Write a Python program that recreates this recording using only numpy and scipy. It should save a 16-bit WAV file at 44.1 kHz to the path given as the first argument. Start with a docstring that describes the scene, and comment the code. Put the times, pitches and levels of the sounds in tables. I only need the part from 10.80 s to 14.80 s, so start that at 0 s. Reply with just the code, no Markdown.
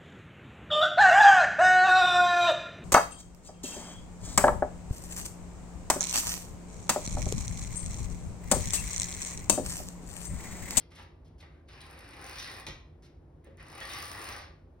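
"""Roller blind in a tiled bathroom

Two pulls on a bead chain lower the blind: beads tick over the sprocket while clutch and tube whir.
Before each pull the slack chain swishes and knocks on the plastic housing; the first pull ends in a
clack and a thump. The tiles ring after every sound, over a low ventilation rumble."""
import sys
import numpy as np
from scipy import signal
from scipy.fft import rfft, irfft
from scipy.io import wavfile
from scipy.ndimage import uniform_filter1d

SR = 44100
rng = np.random.default_rng(int(sys.argv[2]) if len(sys.argv) > 2 else 0)


def log_audio(samples):
    """Write samples as a 16-bit WAV file to the path given in sys.argv[1]."""
    # one column per channel
    frames = np.atleast_2d(samples).T
    # limit to full scale, then quantise
    limited = np.clip(frames, -1, 1)
    pcm = np.round(limited * 32767).astype(np.int16)
    wavfile.write(sys.argv[1], SR, pcm)


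N = 176400
T = np.arange(N) / SR
FILTER_HZ = np.fft.rfftfreq(8192, 1 / SR)


def amp(db):
    """Decibels to gain."""
    return 10 ** (np.asarray(db) / 20)


def unit(x):
    """Scales to rms 1."""
    return x / np.sqrt(np.mean(x ** 2) + 1e-20)


def curve(points, hz=FILTER_HZ):
    """Reads a table on a log-frequency axis."""
    f, value = np.transpose(points)
    return np.interp(np.log(hz + 1), np.log(f + 1), value)


def bins(size):
    """Frequencies of a spectrum."""
    return np.fft.rfftfreq(size, 1 / SR)


def add(mix, start_s, sound):
    """Drops a sound into the mix."""
    part = mix[max(round(start_s * SR), 0):][:len(sound)]
    part += sound[:len(part)]


def ring(db):
    """Minimum-phase impulse response of an EQ curve."""
    log_gain = np.log(amp(np.r_[db, db[-2:0:-1]]))
    return np.fft.ifft(np.exp(np.conj(signal.hilbert(log_gain)))).real[:len(db)]


def grains(per_s, spread_db):
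    """Tiny random impacts of uneven size, rms 1."""
    size = amp(spread_db * np.minimum(rng.exponential(1, N), 3))
    return unit(size * rng.choice([-1, 1], N) * (rng.random(N) < per_s / SR))


def drift(smooth_s):
    """Slow random modulation, rms 1."""
    return unit(irfft(rfft(rng.standard_normal(N)) * np.exp(-(bins(N) * smooth_s) ** 2), N))


# how alike left and right are: f/Hz, coherence/0-1
COHERENCE = [(60,1),(200,.93),(380,.75),(600,.4),(3300,.35),(4300,.5),(5500,.75),(6500,.78),(7400,.97),(8800,.75),(10400,.95),(12200,.6),(13500,.96),(15000,.7)]
def stereo(a, b, hz):
    """Two unrelated spectra become a partly alike left and right."""
    same = np.clip(curve(COHERENCE, hz), 0, 1)
    return np.array([a, same * a + np.sqrt(1 - same ** 2) * b])


# rumble of moving air: f/Hz, gain/dB
AIR_EQ = [(20,-24.5),(35,-16),(52,-1.5),(95,-4),(122,-10),(155,-8),(195,-20),(240,-13),(350,-15.5),(500,-19.5),(750,-24.5),(1400,-36),(3000,-48),(7000,-57),(16000,-65.5)]
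# ventilation hums: f/Hz, level/dB
HUMS = [(55,-63),(82,-61),(156,-68.5),(348,-73)]
def ventilation(air_db=-55.5, waver_hz=4.97):
    """The bed: a steady low rumble of air with a few wavering hums."""
    hz = bins(N)
    white = stereo(*rfft(rng.standard_normal((2, N))), hz)
    air = unit(irfft(white * amp(curve(AIR_EQ, hz)), N))
    hum = 0
    for f, db in HUMS:
        pitch = f + waver_hz * drift(smooth_s=.0664)
        hum += amp(db) * unit(np.sin(2 * np.pi * np.cumsum(pitch) / SR))
    return amp(air_db) * air + hum


# resonances of tube and housing: f/Hz, width/Hz, lift/dB
BODY_MODES = [(548,37,6.5),(811,31,5.5),(1052,36,4),(1180,40,7.5),(1289,20,6.5),(1880,300,2),(3220,150,-1),(4700,63,-0.5)]
def body(eq):
    """An EQ curve in dB with the mechanism's resonances on top."""
    return curve(eq) + sum(lift / (1 + (2 * (FILTER_HZ - f) / width) ** 2)
                           for f, width, lift in BODY_MODES)


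def excite(impacts, eq):
    """Plays impacts through the mechanism."""
    return signal.oaconvolve(impacts, ring(body(eq)))[:N]


# slack chain sliding on itself: t/s, hold/s, level/dB
SWISH_CUES = [(0,0.0074,-52),(0.104,0.066,-62.5),(0.149,0.087,-59.5),(0.446,0.037,-68),(0.581,0.032,-63),(2.222,0.046,-60.5)]
# soft brush of the strands: f/Hz, gain/dB
SWISH_EQ = [(100,-2),(900,-3.5),(2300,2),(5500,-1.5),(8000,-12),(10000,-10.5),(12500,-17),(16000,-26)]
def swishes(attack_s=.0018, release_s=.0071):
    """The loose strands brush each other as the hand takes hold."""
    envelope = np.zeros(N)
    for start, hold, db in SWISH_CUES:
        attack = np.clip((T - start) / attack_s, 0, 1)
        release = np.exp(-np.maximum(T - start - hold, 0) / release_s)
        envelope += amp(db) * attack * release
    return excite(envelope * grains(per_s=4000, spread_db=.5), SWISH_EQ)


# hits on the housing, plus short bursts of chain rasp at 1.586, 1.598 and 3.1 s: t/s, level/dB, pitch/Hz,
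# chatter decay/s, lift at the pitch/dB
KNOCK_CUES = [(.115,-27.5,1890,.012,-3),(.155,-25,2880,0.029,-5),(.183,-23,1490,0.0054,-4),(.193,-25.5,1960,0.0064,-2),(.197,-22,944,0.003,11),(.222,-41,1020,0.0034,10),
              (.604,-31,3880,0.0056,10),(.608,-29,2900,0.0047,-8),(.627,-26.5,1840,0.0028,6),(.63,-28,620,.0055,-5),(.71,-33.5,1520,0.047,6.5),(.886,-29.5,3660,0.0068,7),(1.006,-22.5,3960,0.0061,6),
              (1.586,-16,5800,0.01,18),(1.598,-17,3620,0.0056,10),
              (2.64,-31,1890,0.033,5),(2.668,-21.5,444,.006,8),(2.775,-26,1900,0.019,5),(2.797,-22,1890,0.0055,8.5),(3.0115,-10.5,1800,.003,11),(3.013,-19,3320,0.0078,12),
              (3.1,-16.5,3700,0.011,19),(3.134,-17,5730,0.0037,11),(3.228,-14.5,1150,0.0038,8),(3.497,-19.5,1170,0.0022,7.5),(3.5,-29,1980,0.0031,3),(3.525,-22,5840,0.0022,21)]
# tone of the plastic housing: f/Hz, gain/dB
HOUSING_EQ = [(30,-9),(100,11.5),(1000,1.5),(2400,2),(5500,-7),(7400,-10.5),(9000,-7),(10600,-11),(12400,-11),(15300,-12),(16000,-30)]
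def knocks(rise_s=.0028, width_oct=.22, fall_db_per_oct=6.5):
    """Chain and clutch hit the housing, and the chain rasps in a few brief bursts: each a blow and a brief
    chatter, voiced round one pitch."""
    out, t = np.zeros(N), T[:4096]
    chatter, housing = grains(per_s=2500, spread_db=7.5), body(HOUSING_EQ)
    for k, (start, db, pitch, chatter_s, lift_db) in enumerate(KNOCK_CUES):
        envelope = np.exp(-t / chatter_s) * (1 - np.exp(-t / rise_s))
        blow = np.roll(chatter, k * len(t))[:len(t)] * envelope
        blow[0] += 2.9  # first contact
        octaves = abs(np.log2((FILTER_HZ + 10) / pitch))
        voicing = lift_db / (1 + (2 * octaves / width_oct) ** 2) - fall_db_per_oct * octaves
        knock = signal.fftconvolve(blow, ring(housing + voicing))
        add(out, start, amp(db) * knock / np.linalg.norm(knock))
    return out


# beads landing in the sprocket: t/s, relative level/dB
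BEAD_CUES = [(0.1587, -53), (0.2268, -56), (0.8858, -65), (0.9279, -57), (1.0045, -59), (1.0166, -46),
             (1.0669, -50), (1.1113, -45), (1.191, -43.5), (1.2077, -49), (1.28, -54), (1.2905, -47),
             (1.3255, -54), (1.3404, -53), (1.4152, -44), (1.4431, -39), (1.4659, -39), (1.4959, -37),
             (1.629, -42), (1.7158, -40), (1.7404, -43), (1.7689, -50), (1.7993, -41), (2.6454, -53.5),
             (2.7721, -55), (2.8065, -59), (2.8285, -48.5), (2.8699, -56), (2.8848, -46), (2.9018, -46),
             (2.9188, -45.5), (2.9517, -45), (2.9806, -40.5), (3.0046, -38), (3.0275, -41.5), (3.054, -41),
             (3.0974, -40), (3.1164, -38.5), (3.1348, -38), (3.2036, -40), (3.2261, -34.5), (3.245, -39),
             (3.2574, -40), (3.2799, -40.5), (3.2969, -43), (3.3164, -36), (3.3324, -44), (3.3613, -51),
             (3.3774, -42), (3.3952, -43), (3.4161, -37.5), (3.4431, -37), (3.4531, -42), (3.4765, -46),
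             (3.49, -35.5), (3.5159, -42), (3.5254, -45), (3.5648, -43), (3.5877, -49)]
# tick of a bead: f/Hz, gain/dB
BEAD_EQ = [(100,2.9),(600,18.7),(2000,8.9),(3300,6.3),(5400,9.9),(7400,6.6),(9000,11.2),(10400,17.2),(11300,5.8),(12400,7),(14000,4.8),(15200,4.8),(16000,7.6)]
# sharp edge of a hard landing: f/Hz, gain/dB
CRACK_EQ = [(200,-14.5),(1500,1),(4000,5.5),(5600,9.5),(6500,8.5),(7600,-4),(10000,2),(12400,1),(13800,1),(15000,3),(16000,5)]
def beads(seat_s=.0006, tap_gain_db=1.5, hard_db=-35, crack_db=-25, crack_growth=2.2):
    """Each bead snaps into its pocket and chatters as it seats; harder landings crack more."""
    taps, cracks, t = np.zeros(N), np.zeros(N), T[:160]
    for start, db in BEAD_CUES:
        tap = rng.choice([-1, 1], len(t)) * np.exp(-t / seat_s)
        add(taps, start, amp(db + tap_gain_db) * tap / np.linalg.norm(tap))
        add(cracks, start + seat_s, amp([crack_db + crack_growth * min(db - hard_db, 0)]))
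    return excite(taps, BEAD_EQ) + excite(cracks, CRACK_EQ)


# fader moves, one list per pull: t/s, tube whir/dB, bead rasp/dB, treble/dB, clutch rattle/dB
PULL_FADERS = [
    [(.89,-54,-56,-76,-51.5),(1.0,-56,-66.5,-74,-57),(1.02,-54,-63.5,-70,-58),(1.25,-53.5,-62,-70.5,-60),(1.4,-48,-58,-66.5,-58.5),(1.512,-48.5,-53,-60.5,-47),(1.592,-54,-45,-58,-47),(1.66,-49,-50.5,-61,-47.5),(1.76,-48.5,-52.5,-61,-69),(1.81,-52.5,-59,-62.5,-72)],
    [(2.8,-53.5,-63,-78,-52),(2.87,-53.5,-61.5,-73,-70),(2.95,-46.5,-57,-64,-57),(3.005,-48.5,-54.5,-62,-42.5),(3.06,-49.5,-50,-58.5,-55),(3.128,-47,-49.5,-57,-43),(3.25,-51.5,-51,-57,-51),(3.366,-46,-56,-57.5,-54),(3.516,-47.5,-51.5,-58,-46.5),(3.63,-51,-55,-70.5,-56)],
]
WHIR, RASP, TREBLE, CLUTCH = 1, 2, 3, 4
def fader(column, pulls=PULL_FADERS, attack_s=.0074, release_s=.02):
    """One fader of the pulls as gain, dying quickly when the hand stops."""
    gain = np.zeros(N)
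    for pull in map(np.array, pulls):
        times = pull[:, 0]
        before, after = np.maximum(times[0] - T, 0), np.maximum(T - times[-1], 0)
        gate = np.exp(-before / attack_s - after / release_s)
        gain += amp(np.interp(T, times, pull[:, column])) * gate
    return gain


# midrange whir of the tube: f/Hz, gain/dB
WHIR_EQ = [(60,3.5),(180,-2),(270,9),(700,9.5),(1200,8.5),(2050,9),(2700,5),(3500,-13.5),(6000,-24),(16000,-57)]
# bright rasp of the beads: f/Hz, gain/dB
RASP_EQ = [(200,-35),(1800,-1),(3000,6),(4200,10),(5400,8.5),(6200,2),(7300,-10),(9000,-22),(16000,-59)]
# rattle of the clutch: f/Hz, gain/dB
CLUTCH_EQ = [(200,-32),(900,-21),(1500,10.5),(1800,7),(2100,8.5),(2500,11),(2900,10),(4000,-21),(16000,-57)]
# fizz of the running chain: f/Hz, gain/dB
FIZZ_EQ = [(200,-51),(5000,-11),(7400,2),(9000,15),(10400,9),(11200,7),(12400,4),(14000,9),(15100,-12),(16000,-17)]
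# top-end sizzle of a fast chain: f/Hz, gain/dB
SIZZLE_EQ = [(200,-45),(11000,-19),(13500,-7),(15100,11),(16000,5)]
def roller(beads_per_s=62, jitter=.35, full_speed_db=-57, db_per_doubling=11, throb=.5, jolt_s=.0032):
    """Tube and clutch rub; each passing bead jolts them and ticks. Gives both ends of the rail."""
    drive = fader(TREBLE) / amp(full_speed_db)  # the treble fader also sets the chain's speed
    rate = beads_per_s * 2 ** (20 * np.log10(drive + 1e-9) / db_per_doubling)
    wobble = unit(uniform_filter1d(rng.standard_normal(N), size=500))
    beads_passed = np.floor(np.cumsum(rate * np.exp(jitter * wobble)) / SR)
    passes = np.diff(beads_passed, prepend=0)
    jolts = signal.lfilter([1], [1, -np.exp(-1 / (jolt_s * SR))], passes)
    pulse = 1 - throb + 3 * throb * jolts

    def rub(gain, eq, per_s, spread_db):
        """Friction grains that throb with the beads."""
        return excite(grains(per_s, spread_db) * gain * pulse, eq)

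    whir = np.array([rub(fader(WHIR), WHIR_EQ, per_s=1500, spread_db=3) for end in range(2)])
    rasp = np.array([rub(fader(RASP), RASP_EQ, per_s=1000, spread_db=-.5) for end in range(2)])
    near, far = (whir + rasp) / np.sqrt(2)
    clutch = rub(fader(CLUTCH), CLUTCH_EQ, per_s=570, spread_db=3)
    fizz = rub(fader(TREBLE), FIZZ_EQ, per_s=2500, spread_db=3)
    ticks = excite(passes * drive * amp(rng.normal(-48, 3.5, N)), BEAD_EQ)
    sizzle_gain = amp(full_speed_db) * drive ** 1.6  # swells faster than the fizz
    sizzle = rub(sizzle_gain, SIZZLE_EQ, per_s=1200, spread_db=7)
    return near + fizz + sizzle + ticks, far + clutch


# low end of the hollow tube: f/Hz, gain/dB
DRONE_EQ = [(30,-33),(70,-19),(92,14),(125,0),(180,-3),(400,-38),(16000,-86.5)]
def tube_drone(gain_db=-5.5, swell_db_per_s=2.8):
    """The turning tube rumbles in its brackets, louder as more of the blind hangs free."""
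    envelope = fader(WHIR) * amp(gain_db + swell_db_per_s * T)
    friction = grains(per_s=1500, spread_db=2) * envelope
    return signal.oaconvolve(friction, ring(curve(DRONE_EQ)))[:N]


# tube and bracket modes, shifting as the blind unrolls, one list per pull: f/Hz, half-width/Hz, gain/dB
RING_MODES = [
    [(1064,54,13),(1930,175,12.5),(2480,140,6.5),(3710,240,1)],
    [(815,37,7.5),(1164,52,17),(1914,174,11.5),(3320,41,2),(3785,68,1)],
]
def tube_ring(gain_db=11, flutter_db=3.5):
    """Small jolts set the tube ringing in uneven spurts once the chain runs fast."""
    out = np.zeros(N)
    flutter = amp(flutter_db * np.clip(drift(smooth_s=.04), -2, 1))
    for pull, modes in zip(PULL_FADERS, RING_MODES):
        jolts = grains(per_s=400, spread_db=3.5) * fader(TREBLE, pulls=[pull]) * flutter
        peaks = sum(amp(db) / (1 + ((FILTER_HZ - f) / half_width) ** 2) for f, half_width, db in modes)
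        out += signal.oaconvolve(jolts, ring(20 * np.log10(peaks + 1e-4)))[:N]
    return amp(gain_db) * out


# the clutch catching and rebounding: t/s, clack level/dB, snap level/dB, chatter decay/s
CLACK_CUES = [(1.8664,-9,-20,0.0063),(1.879,-25,-26,0.0091),(1.886,-17.5,-34,0.0044)]
# plastic body of the clack: f/Hz, gain/dB
CLACK_EQ = [(200,-11.5),(1300,-6.5),(1850,-3.5),(2300,1.5),(2520,-3),(2650,-5),(3250,-4),(3750,-3.5),(4300,-6.5),(5300,-8.5),(6200,-4.5),(8000,-26.5),(16000,-41)]
# bright snap on top: f/Hz, gain/dB
SNAP_EQ = [(200,-33),(4000,-6),(6300,6.5),(7500,0),(9300,-10),(10800,-1),(11800,-13),(13000,-21),(16000,-20)]
def clutch_clack():
    """The clutch stops the tube: a plastic clack with a bright snap, then two rebounds."""
    out, t = np.zeros(N), T[:4096]
    for start, clack_db, snap_db, chatter_s in CLACK_CUES:
        blow = rng.choice([-1, 1], len(t)) * np.exp(-t / chatter_s)
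        for eq, db in (CLACK_EQ, clack_db), (SNAP_EQ, snap_db):
            layer = signal.fftconvolve(blow, ring(curve(eq)))
            add(out, start, amp(db) * layer / np.linalg.norm(layer))
    return out


# dull weight of the frame: f/Hz, gain/dB
THUMP_EQ = [(20,-12),(45,7),(70,5),(115,1),(160,4),(210,-8),(310,-3),(420,-8.5),(900,-26),(16000,-99)]
def frame_thump(start_s=1.872, gain_db=1):
    """The blind jerks to a halt and gives its frame one dull push."""
    out = np.zeros(N)
    add(out, start_s, amp(gain_db) * ring(curve(THUMP_EQ)))
    return out


# decay of the tiled room: f/Hz, t60/s
TILE_DECAY = [(100,0.48),(250,0.28),(700,0.47),(1700,0.47),(4500,0.39),(9000,0.3),(16000,0.28)]
# tone of the reverb tail: f/Hz, gain/dB
TAIL_EQ = [(100,4),(2000,0),(5000,0.5),(9000,-6.5),(16000,-6.5)]
# slaps off the nearest walls: t/s, gain/linear
WALL_ECHOES = [(.0019,0.087),(.0044,0.078),(.0078,.17),(0.0092,0.092)]
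# tone of the direct sound and the slaps: f/Hz, gain/dB
NEAR_EQ = [(100,-9),(2000,-13),(5000,-1.5),(9000,2.5),(16000,-5)]
def bathroom(x, wet_db, near_db, build_s=.0008):
    """Direct sound, the nearest walls, then the dense ring of the tiles."""
    bands, t, noise = signal.stft(rng.standard_normal((2, SR)), SR, nperseg=256)
    t60 = curve(TILE_DECAY, bands)[:, None]
    equal_energy = np.sqrt(np.log(1e6) / (t60 * SR))
    tail = signal.istft(noise * amp(-60 * t / t60) * equal_energy, SR, nperseg=256)[1][:, :SR]
    tail *= 1 - np.exp(-T[:SR] / build_s)
    hz = bins(SR)
    wet = stereo(*rfft(tail), hz) * amp(curve(TAIL_EQ, hz) + wet_db)
    echoes = sum(gain * np.exp(-2j * np.pi * hz * delay) for delay, gain in WALL_ECHOES)
    near = (1 + echoes) * amp(curve(NEAR_EQ, hz) + near_db)
    response = irfft(wet + near)[:, :SR * 3 // 4]
    return signal.fftconvolve(x[None], response, axes=1)[:, :N]


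def scene():
    """Rail, chain and frame take their own paths through the room, over the ventilation bed."""
    rail = sum(bathroom(end, wet_db=-.5, near_db=-1.5) for end in roller())
    rail += bathroom(tube_ring(), wet_db=-2, near_db=1.5)
    chain = bathroom(beads(), wet_db=0, near_db=3)
    chain += bathroom(swishes(), wet_db=1.1, near_db=2)
    frame = bathroom(knocks() + clutch_clack(), wet_db=-1, near_db=-.5)
    frame += bathroom(frame_thump() + tube_drone(), wet_db=.5, near_db=-7.5)
    return rail + chain + frame + ventilation()


# phase between the microphone ports: f/Hz, left lead/rad
PORT_PHASE = [(20,0),(300,.05),(900,.5),(1800,.1),(2800,1.8),(4000,.9),(5300,.8),(6300,1.95),(7100,2.95),(7750,3.3),(9000,4.9),(10400,6.28),(11800,7.5),(13000,9.1),(14000,9.7),(16000,12.1)]
# balance of the ports: f/Hz, left minus right/dB
PORT_BALANCE = [(60,-0.3),(250,-1),(380,0.5),(600,3),(1290,2.7),(2380,0.6),(4400,0),(16000,0)]
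def record(dry, cutoff_hz=15950):
    """Two microphone ports a little apart, then a steep low-pass."""
    hz = bins(2 * N)
    left = amp(curve(PORT_BALANCE, hz) / 2) * np.exp(.5j * curve(PORT_PHASE, hz))
    ports = irfft(rfft(dry, 2 * N) * np.array([left, 1 / left]))[:, :N]
    lowpass = signal.firwin(511, cutoff_hz, window=("kaiser", 9), fs=SR)
    return signal.oaconvolve(ports, lowpass[None], "same")


dry = scene()
out = record(dry)
log_audio(out)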